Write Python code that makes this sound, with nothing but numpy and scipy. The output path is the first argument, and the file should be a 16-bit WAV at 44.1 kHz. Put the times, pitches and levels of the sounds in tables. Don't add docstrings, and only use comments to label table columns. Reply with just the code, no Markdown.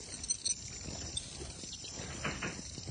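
import sys
import numpy as np
from scipy import signal
from scipy.fft import rfft, irfft
from scipy.io import wavfile
from scipy.ndimage import uniform_filter1d

SR = 44100
rng = np.random.default_rng(int(sys.argv[2]) if len(sys.argv) > 2 else 0)


def attenuation_scalar(level_db):
    decades = np.asarray(level_db, float) / 20
    return 10 ** decades


def persist_wave(psi):
    counts = np.round(np.clip(psi, -1, 1) * 32767).astype(np.int16)
    wavfile.write(sys.argv[1], SR, np.atleast_2d(counts).T)


N = 127890


def evened(x):
    return x / np.sqrt(np.mean(x ** 2) + 1e-20)


def curve(points, col=1):
    rows = np.array(points)
    return np.interp(np.arange(N) / SR, rows[:, 0], rows[:, col])


def add(mix, s, sound):
    part = mix[max(round(s * SR), 0):][:len(sound)]
    part += sound[:len(part)]


def coloured(x, points):
    hz, db = np.transpose(points)
    at = np.log(np.fft.rfftfreq(len(x), 1 / SR) + 1)
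    gain = attenuation_scalar(np.interp(at, np.log(hz), db, right=-70))
    return evened(irfft(rfft(x) * gain, len(x)))


def bell(hz, centre_hz, width):
    return 1 / (1 + (2 * (hz - centre_hz) / width) ** 2)


def rung(x, modes):
    hz = np.fft.rfftfreq(len(x), 1 / SR)
    gain = sum(attenuation_scalar(db) * bell(hz, f, w) for f, w, db in modes)
    return irfft(rfft(x) * gain, len(x))


def wander(smooth_s):
    size = max(int(smooth_s * SR), 1)
    once = uniform_filter1d(rng.standard_normal(N), size)
    return evened(uniform_filter1d(once, size))


def grainy(per_s, spread_db, share):
    size = attenuation_scalar(spread_db * np.minimum(rng.exponential(1, N), 5))
    size = size * (rng.random(N) < per_s / SR)
    grains = evened(size * rng.choice([-1, 1], N))
    return (1 - share) * rng.standard_normal(N) + share * grains


def swell(length, rise):
    u = np.arange(0, 1, 1 / (length * SR))
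    return np.sin(np.pi * u ** rise) ** 1.2


# time in seconds, spray level in dB, contact from 0 free to 1 pressed on the tooth.
MIST = [(0, -51, 0.41), (.1, -49.5, 0.61), (.2, -51.5, 0.3), (.5, -52.5, 1), (.56, -49, 0.046),
        (1.14, -48, 0.059), (1.21, -49, 0.86), (1.58, -53, 0.63), (1.68, -48.5, 0.019), (1.9, -47, 0.13),
        (2.05, -50, 0.16), (2.5, -49, 0.096), (2.9, -51, 0.26)]
# resonance in Hz, width in Hz, level in dB.
FREE_TIP = [
    (5940, 510, 4),
    (5280, 610, 0),
    (7077, 620, 5),
    (4830, 1400, -18),
    (2400, 300, -30),
]
# resonance in Hz, width in Hz, level in dB.
PRESSED_TIP = [
    (6460, 450, 6),
    (9013, 1780, 3.5),
    (3910, 1790, 0.5),
    (8160, 400, -13),
    (2880, 1200, -35),
]


def spray():
    contact = np.clip(curve(MIST, col=2), 0, 1)
    free = rung(grainy(per_s=2500, spread_db=2, share=.4), FREE_TIP)
    pressed = rung(grainy(per_s=2500, spread_db=2, share=.4), PRESSED_TIP)
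    mix = np.sqrt(1 - contact) * free + np.sqrt(contact) * pressed
    level_db = curve(MIST) + 1.5 + 1.6 * wander(.012)
    return mix / np.std(free) * attenuation_scalar(level_db)


# time in seconds, effort in dB.
EFFORT = [(0, -63), (.15, -56), (.3, -65.5), (.62, -70.5), (.9, -55), (1.06, -57), (1.2, -64), (1.42, -55),
          (1.6, -59.5), (1.76, -73.5), (1.9, -61.5), (2.02, -50), (2.15, -57), (2.55, -56), (2.68, -65.5),
          (2.9, -59)]
# frequency in Hz, level in dB per Hz.
RUMBLE_COLOUR = [(20, -45), (40, -5), (70, 3), (200, -9.5), (500, -20), (1200, -29.5), (4000, -27.5)]
# frequency in Hz, level in dB per Hz.
TOWEL_COLOUR = [(100, -5), (350, -5), (700, -6), (1200, -15), (2600, -19.5), (4500, -17.5)]


def hands():
    effort_db = curve(EFFORT)
    lift_db = effort_db - effort_db.mean()
    rumble_db = -50.5 + 0.33 * lift_db + 1.2 * wander(0.02)
    rumble = coloured(rng.standard_normal(N), RUMBLE_COLOUR) * attenuation_scalar(rumble_db)
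    towel_db = effort_db + .4 * lift_db - 1.5 + 2.8 * wander(.01)
    towel = coloured(grainy(per_s=500, spread_db=2.2, share=.4), TOWEL_COLOUR) * attenuation_scalar(towel_db)
    return rumble + towel


def crackle():
    per_s, level_db = 90, -61
    size = attenuation_scalar(3 * np.minimum(rng.exponential(1, N), 3)) * (rng.random(N) < per_s / SR)
    burst = signal.oaconvolve(size, np.hanning(130), "same") * rng.standard_normal(N)
    return attenuation_scalar(level_db) * evened(rung(burst, [(4430, 2600, 4.5), (2400, 570, -5.5)]))


# start in seconds, level in dB, pitch in Hz.
SOFT_BUMPS = [(0.003, -37.5, 177), (.137, -40.5, 110), (.482, -43, 170), (0.523, -46.5, 118),
              (0.635, -44.5, 180), (0.858, -37.5, 137), (0.883, -34, 110), (0.906, -38, 200),
              (.924, -37, 200), (0.933, -37.5, 110), (1.019, -38, 190), (1.073, -41, 250),
              (1.088, -39.5, 250), (1.137, -42.5, 110), (1.283, -40, 102), (1.349, -41.5, 108),
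              (1.499, -40.5, 102), (1.512, -40, 110), (1.589, -40, 148), (1.635, -34.5, 137),
              (1.737, -49.5, 130), (1.841, -40, 190), (1.978, -35, 110), (1.994, -36, 90),
              (2.149, -34, 120), (2.182, -34, 105), (2.591, -35.5, 150), (2.779, -32.5, 102),
              (2.875, -38, 196), (2.887, -34.5, 129)]


def bumps():
    attack_s, sweep_s, sweep_turns, decay_cycles = 0.0014, .0022, 1.0, 0.8
    out, t = np.zeros(N), np.arange(0, .04, 1 / SR)
    for s, db, hz in SOFT_BUMPS:
        turns = hz * t + sweep_turns * (1 - np.exp(-t / sweep_s))
        shape = np.minimum(t / attack_s, 1) * np.exp(-t * hz / decay_cycles)
        add(out, s, attenuation_scalar(db + 0.5) * np.sin(2 * np.pi * turns) * shape)
    return out


# time in seconds, splash in dB, low ring in dB, low ring pitch in Hz.
EARLY_TICKS = [(0.086, -42, -48, 2150), (0.1194, -40, -47, 2030), (0.188, -41.5, -49, 2314),
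               (0.3833, -36, -64, 2960), (0.415, -34.5, -57, 3140), (0.5326, -45, -51, 2480),
               (0.5631, -53, -72, 2970), (0.622, -37, -53, 2910), (0.6516, -39, -68, 2090),
               (0.6784, -62, -51, 2260), (0.7023, -58, -53, 1970), (0.726, -41.5, -49.5, 2370),
               (0.763, -44, -43.5, 2155), (0.8088, -35.5, -47, 2150), (0.844, -45, -52, 1940),
               (0.886, -44, -51, 2550), (0.9044, -39, -56, 2240), (0.9287, -39, -48.5, 2370),
               (0.974, -45, -68, 1980), (0.9866, -48, -44.5, 3230), (1.0152, -46, -45, 3010),
               (1.092, -44, -50, 3020), (1.1358, -51, -54, 2850), (1.2392, -41.5, -50, 2520),
               (1.2964, -43, -66, 1930), (1.3474, -39, -52, 2500), (1.3542, -34, -60, 3020),
               (1.4074, -51, -54, 2400)]
# time in seconds, splash in dB, low ring in dB, low ring pitch in Hz.
LATE_TICKS = [(1.4497, -41.5, -63, 2960), (1.5, -38, -49, 2430), (1.5928, -42, -54, 3100),
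              (1.6342, -35.5, -49.5, 2340), (1.6404, -46, -41.5, 3210), (1.6744, -46, -56, 2320),
              (1.687, -34, -54, 2400), (1.76, -38, -72, 2930), (1.8083, -56, -56, 2790),
              (1.886, -51, -59, 2960), (1.9435, -51, -49, 2400), (1.9895, -45, -50, 1900),
              (2.0174, -48, -56, 2130), (2.044, -40, -55, 2350), (2.1266, -38.5, -50, 2520),
              (2.1624, -51, -49, 3220), (2.3094, -36, -45.5, 2110), (2.3516, -50, -47, 2080),
              (2.475, -49, -45, 2510), (2.525, -39, -58, 2280), (2.5711, -52, -57, 1940),
              (2.6497, -40, -49.5, 2080), (2.6614, -39, -54, 2250), (2.6955, -35, -66, 3200),
              (2.7464, -42, -55, 3060), (2.7789, -38, -48.5, 2960), (2.831, -34.5, -49, 2880),
              (2.8739, -39.5, -54, 2230)]


def ticks():
    rise_s, fall_s = .004, .0035
    out, t = np.zeros(N), np.arange(0, .03, 1 / SR)
    release = np.exp(-(np.maximum(t - rise_s, 0) / fall_s) ** 2 / 2)
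    shape = np.minimum(t / rise_s, 1) ** 2 * release
    for s, db, low_db, hz in EARLY_TICKS + LATE_TICKS:
        splash_noise, ring_noise = rng.standard_normal((2, len(t)))
        splash = evened(rung(splash_noise, [(4400, 800, 0), (5900, 900, -5)]))
        ring = .4 * np.sin(2 * np.pi * hz * t) + .5 * evened(rung(ring_noise, [(hz, 500, 0)]))
        add(out, s - .002, shape * (attenuation_scalar(db - 7.5) * splash + attenuation_scalar(low_db + 3.0) * ring))
    return out


def squeal(rows, modes_hz, roughs, rise):
    out = np.zeros(N)
    for s, length, *levels in rows:
        shape = swell(length, rise)
        t = s + np.arange(len(shape)) / SR
        noise = rng.standard_normal((5, 4096))
        flutter = attenuation_scalar(2.16 * evened(uniform_filter1d(noise[4], size=90))[:len(t)])
        for hz, rough, db, v in zip(modes_hz, roughs, levels, noise):
            chatter = evened(rung(v, [(hz, 480, 0)])[:len(t)])
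            glide_s = t + 0.36 * (t - s) ** 2
            tone = np.sqrt(2) * np.sin(2 * np.pi * hz * glide_s)
            voice = evened(flutter * ((1 - rough) * tone + rough * chatter))
            add(out, s, attenuation_scalar(db - 1.0) * shape * voice)
        rattle_modes = [(2450, 300, 0), (0.95 * modes_hz[1], 1200, 3), (3200, 700, -4)]
        rattle = evened(rung(noise[3], rattle_modes)[:len(t)])
        add(out, s, attenuation_scalar(levels[1] - 16.5) * shape * rattle)
    return out


# start in seconds, length in seconds, low, middle and high mode in dB.
ROUGH_SQUEALS = [
    (.115, 0.061, -52, -45.5, -46),
    (.233, 0.017, -44, -39, -38),
    (.243, 0.011, -45, -44, -40),
    (.284, .012, -46, -43, -44),
    (.444, 0.016, -46, -47, -40),
    (.455, 0.029, -31, -32.5, -33.5),
    (.490, 0.016, -37, -36.5, -36.5),
    (.506, 0.02, -42, -32, -36.5),
    (.322, 0.017, -47, -44.5, -44),
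    (.349, 0.009, -62, -39, -54),
]
# start in seconds, length in seconds, low, middle and high mode in dB.
CLEAN_SQUEALS = [
    (.294, 0.035, -45, -30.5, -32.5),
    (.300, 0.022, -29, -62, -62),
    (.34, 0.0084, -56, -38, -41),
]
# start in seconds, length in seconds, low, middle and high mode in dB.
BITING_SQUEAL = [
    (.491, 0.044, -52, -31, -34.5),
]


def tip_squeals():
    tip_hz, chattering, gripping = (4190, 5970, 8480), (.9, 0.7, 0.7), (.2, .3, .35)
    rough = squeal(ROUGH_SQUEALS, tip_hz, chattering, rise=0.73)
    clean = squeal(CLEAN_SQUEALS, tip_hz, gripping, rise=.9)
    return rough + clean + squeal(BITING_SQUEAL, tip_hz, gripping, rise=0.62)


# start in seconds, level in dB, fall time in seconds.
CLOTH_DRAGS = [
    (2.234, -34, 0.047),
    (2.412, -36.5, 0.056),
    (2.215, -48, .02),
    (2.33, -54, 0.092),
    (2.005, -50.5, 0.064),
    (2.09, -50.5, 0.11),
    (.995, -53, .06),
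    (.7, -55.5, .03),
]
# frequency in Hz, level in dB per Hz.
CLOTH_COLOUR = [(200, -30), (500, -5), (1000, -5), (1800, -1), (3080, -4), (3220, -21), (4500, -19),
                (6000, -30)]
# frequency in Hz, width in Hz, level in dB.
PLASTIC_BODY = [
    (175, 70, 0),
    (330, 120, -7),
    (520, 200, -12),
]


def drags():
    rise_s, body_lag_s, body_db = 0.018, .013, -2.5
    t, shape = np.arange(0, .3, 1 / SR), np.zeros(N)
    for s, db, fall_s in CLOTH_DRAGS:
        trail = np.exp(-np.maximum(t - rise_s, 0) / fall_s)
        add(shape, s, attenuation_scalar(db) * np.minimum(t / rise_s, 1) ** 2 * trail)
    boom = evened(rung(rng.standard_normal(N), PLASTIC_BODY))
    body = attenuation_scalar(body_db) * np.roll(shape, round(body_lag_s * SR)) * boom
    return shape * coloured(grainy(per_s=1800, spread_db=1.8, share=0.4), CLOTH_COLOUR) + body


# start in seconds, length in seconds, low, middle and high mode in dB.
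GAP_SQUEAL = [
    (1.169, .016, -33, -42, -33),
    (1.158, .056, -62, -60, -45),
]


def gap_squeal():
    return squeal(GAP_SQUEAL, modes_hz=(3580, 4780, 8380), roughs=(.2, .25, .15), rise=.65)


# start in seconds, length in seconds, level in dB, pitch in Hz, width in Hz.
JAW_RUBS = [
    (1.396, .06, -47.5, 347, 90),
    (2.014, 0.057, -50.5, 444, 219),
]


def hollow_rubs():
    out = np.zeros(N)
    for s, length, db, hz, width in JAW_RUBS:
        shape = swell(length, rise=.7)
        note = rung(rng.standard_normal(8192), [(hz, width, 0)])[:len(shape)]
        add(out, s, attenuation_scalar(db) * shape * evened(note))
    return out


# start in seconds, length in seconds, level in dB, centre in Hz.
GUM_SCRAPES = [
    (1.709, 0.05, -43.5, 4040),
    (1.837, 0.03, -42, 3934),
    (1.872, 0.019, -45, 3820),
]


def scrapes():
    out, t = np.zeros(N), np.arange(0, .008, 1 / SR)
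    for s, length, db, hz in GUM_SCRAPES:
        shape = swell(length, rise=1.06)
        rasp = 0.34 * evened(rung(rng.standard_normal(len(shape)), [(hz, 1100, 0)]))
        for at, pitch in rng.random((int(length * 300), 2)):
            chirp_hz = hz * (.8 + .45 * pitch)
            chirp = np.sin(2 * np.pi * chirp_hz * (t - 15.9 * t ** 2)) * np.hanning(len(t))
            add(rasp, at * length, chirp)
        add(out, s, attenuation_scalar(db) * shape * evened(rasp))
    return out


# centre in Hz, width in Hz, depth from 0 to 1.
PATH_NULLS = [
    (6680, 300, .96),
    (4930, 170, .8),
    (3450, 300, .85),
]


def through_nulls(x):
    hz, t, z = signal.stft(x, SR, nperseg=512)
    at = np.minimum(t * SR, N - 1).astype(int)
    for (f, width, depth), drift in zip(PATH_NULLS, (.006, .01, .04)):
        shift, fill = wander(0.091)[at], wander(0.091)[at]
        open_depth = depth ** (1 + np.maximum(fill, 0) * 6)
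        centre_hz = f * (1 + drift * shift)
        z = z * (1 - open_depth * np.exp(-((hz[:, None] - centre_hz) / width) ** 2))
    return signal.istft(z, SR, nperseg=512)[1][:N]


def scene():
    tip = spray() + ticks() + crackle() + tip_squeals() + scrapes()
    near = through_nulls(tip + hands() + drags())
    return (near + gap_squeal() + bumps() + hollow_rubs())[None]


def gate(x):
    knee_hz, rise_db_per_khz = 7555, 9
    hz, _, z = signal.stft(x, SR, nperseg=2048, noverlap=1024)
    power = abs(z[:1024]) ** 2 + 1e-20
    band = power.reshape(128, 8, -1).mean(1)
    near = uniform_filter1d(band, size=9, axis=0) + 1e-20
    band_db, near_db = 10 * np.log10([band, near])
    mid_hz = hz[4:1024:8, None]
    high = mid_hz > knee_hz
    budget = evened(uniform_filter1d(rng.standard_normal(band.shape[1]), size=4))
    slope_db = (mid_hz - knee_hz) / 1000 * rise_db_per_khz * (0.33 + 0.87 * budget)
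    top_db = np.median(band_db[24:44], 0) - 13.0 + slope_db
    chance = evened(uniform_filter1d(rng.standard_normal(band.shape), size=3, axis=1))
    bar_db = np.where(high, top_db - 7.0 * chance, near_db - 9.5 - 4.5 * chance)
    strong = 10 * np.log10(power) > np.repeat(near_db + 5.0 * high, 8, 0) - 8.5
    keep = np.repeat(band_db > bar_db, 8, 0) & strong | (hz[:1024, None] < 1250)
    patchy = z[:1024] * keep * attenuation_scalar(2 * np.repeat(chance, 8, 0))
    return signal.istft(np.vstack([patchy, z[1024:]]), SR, nperseg=2048, noverlap=1024)[1][:N]


def roll_off(x):
    return signal.sosfilt(signal.butter(12, 10290, fs=SR, output="sos"), x)


def record(dry):
    hz = np.fft.rfftfreq(N, 1 / SR)
    treble = 1 / (1 + (hz / 9250) ** 20.0)
    bass = hz ** 2 / (hz ** 2 + 28 ** 2)
    rolled = irfft(rfft(dry) * treble * bass, N)
    return roll_off(gate(rolled[0])[None])


dry = scene()
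out = record(dry)
persist_wave(out)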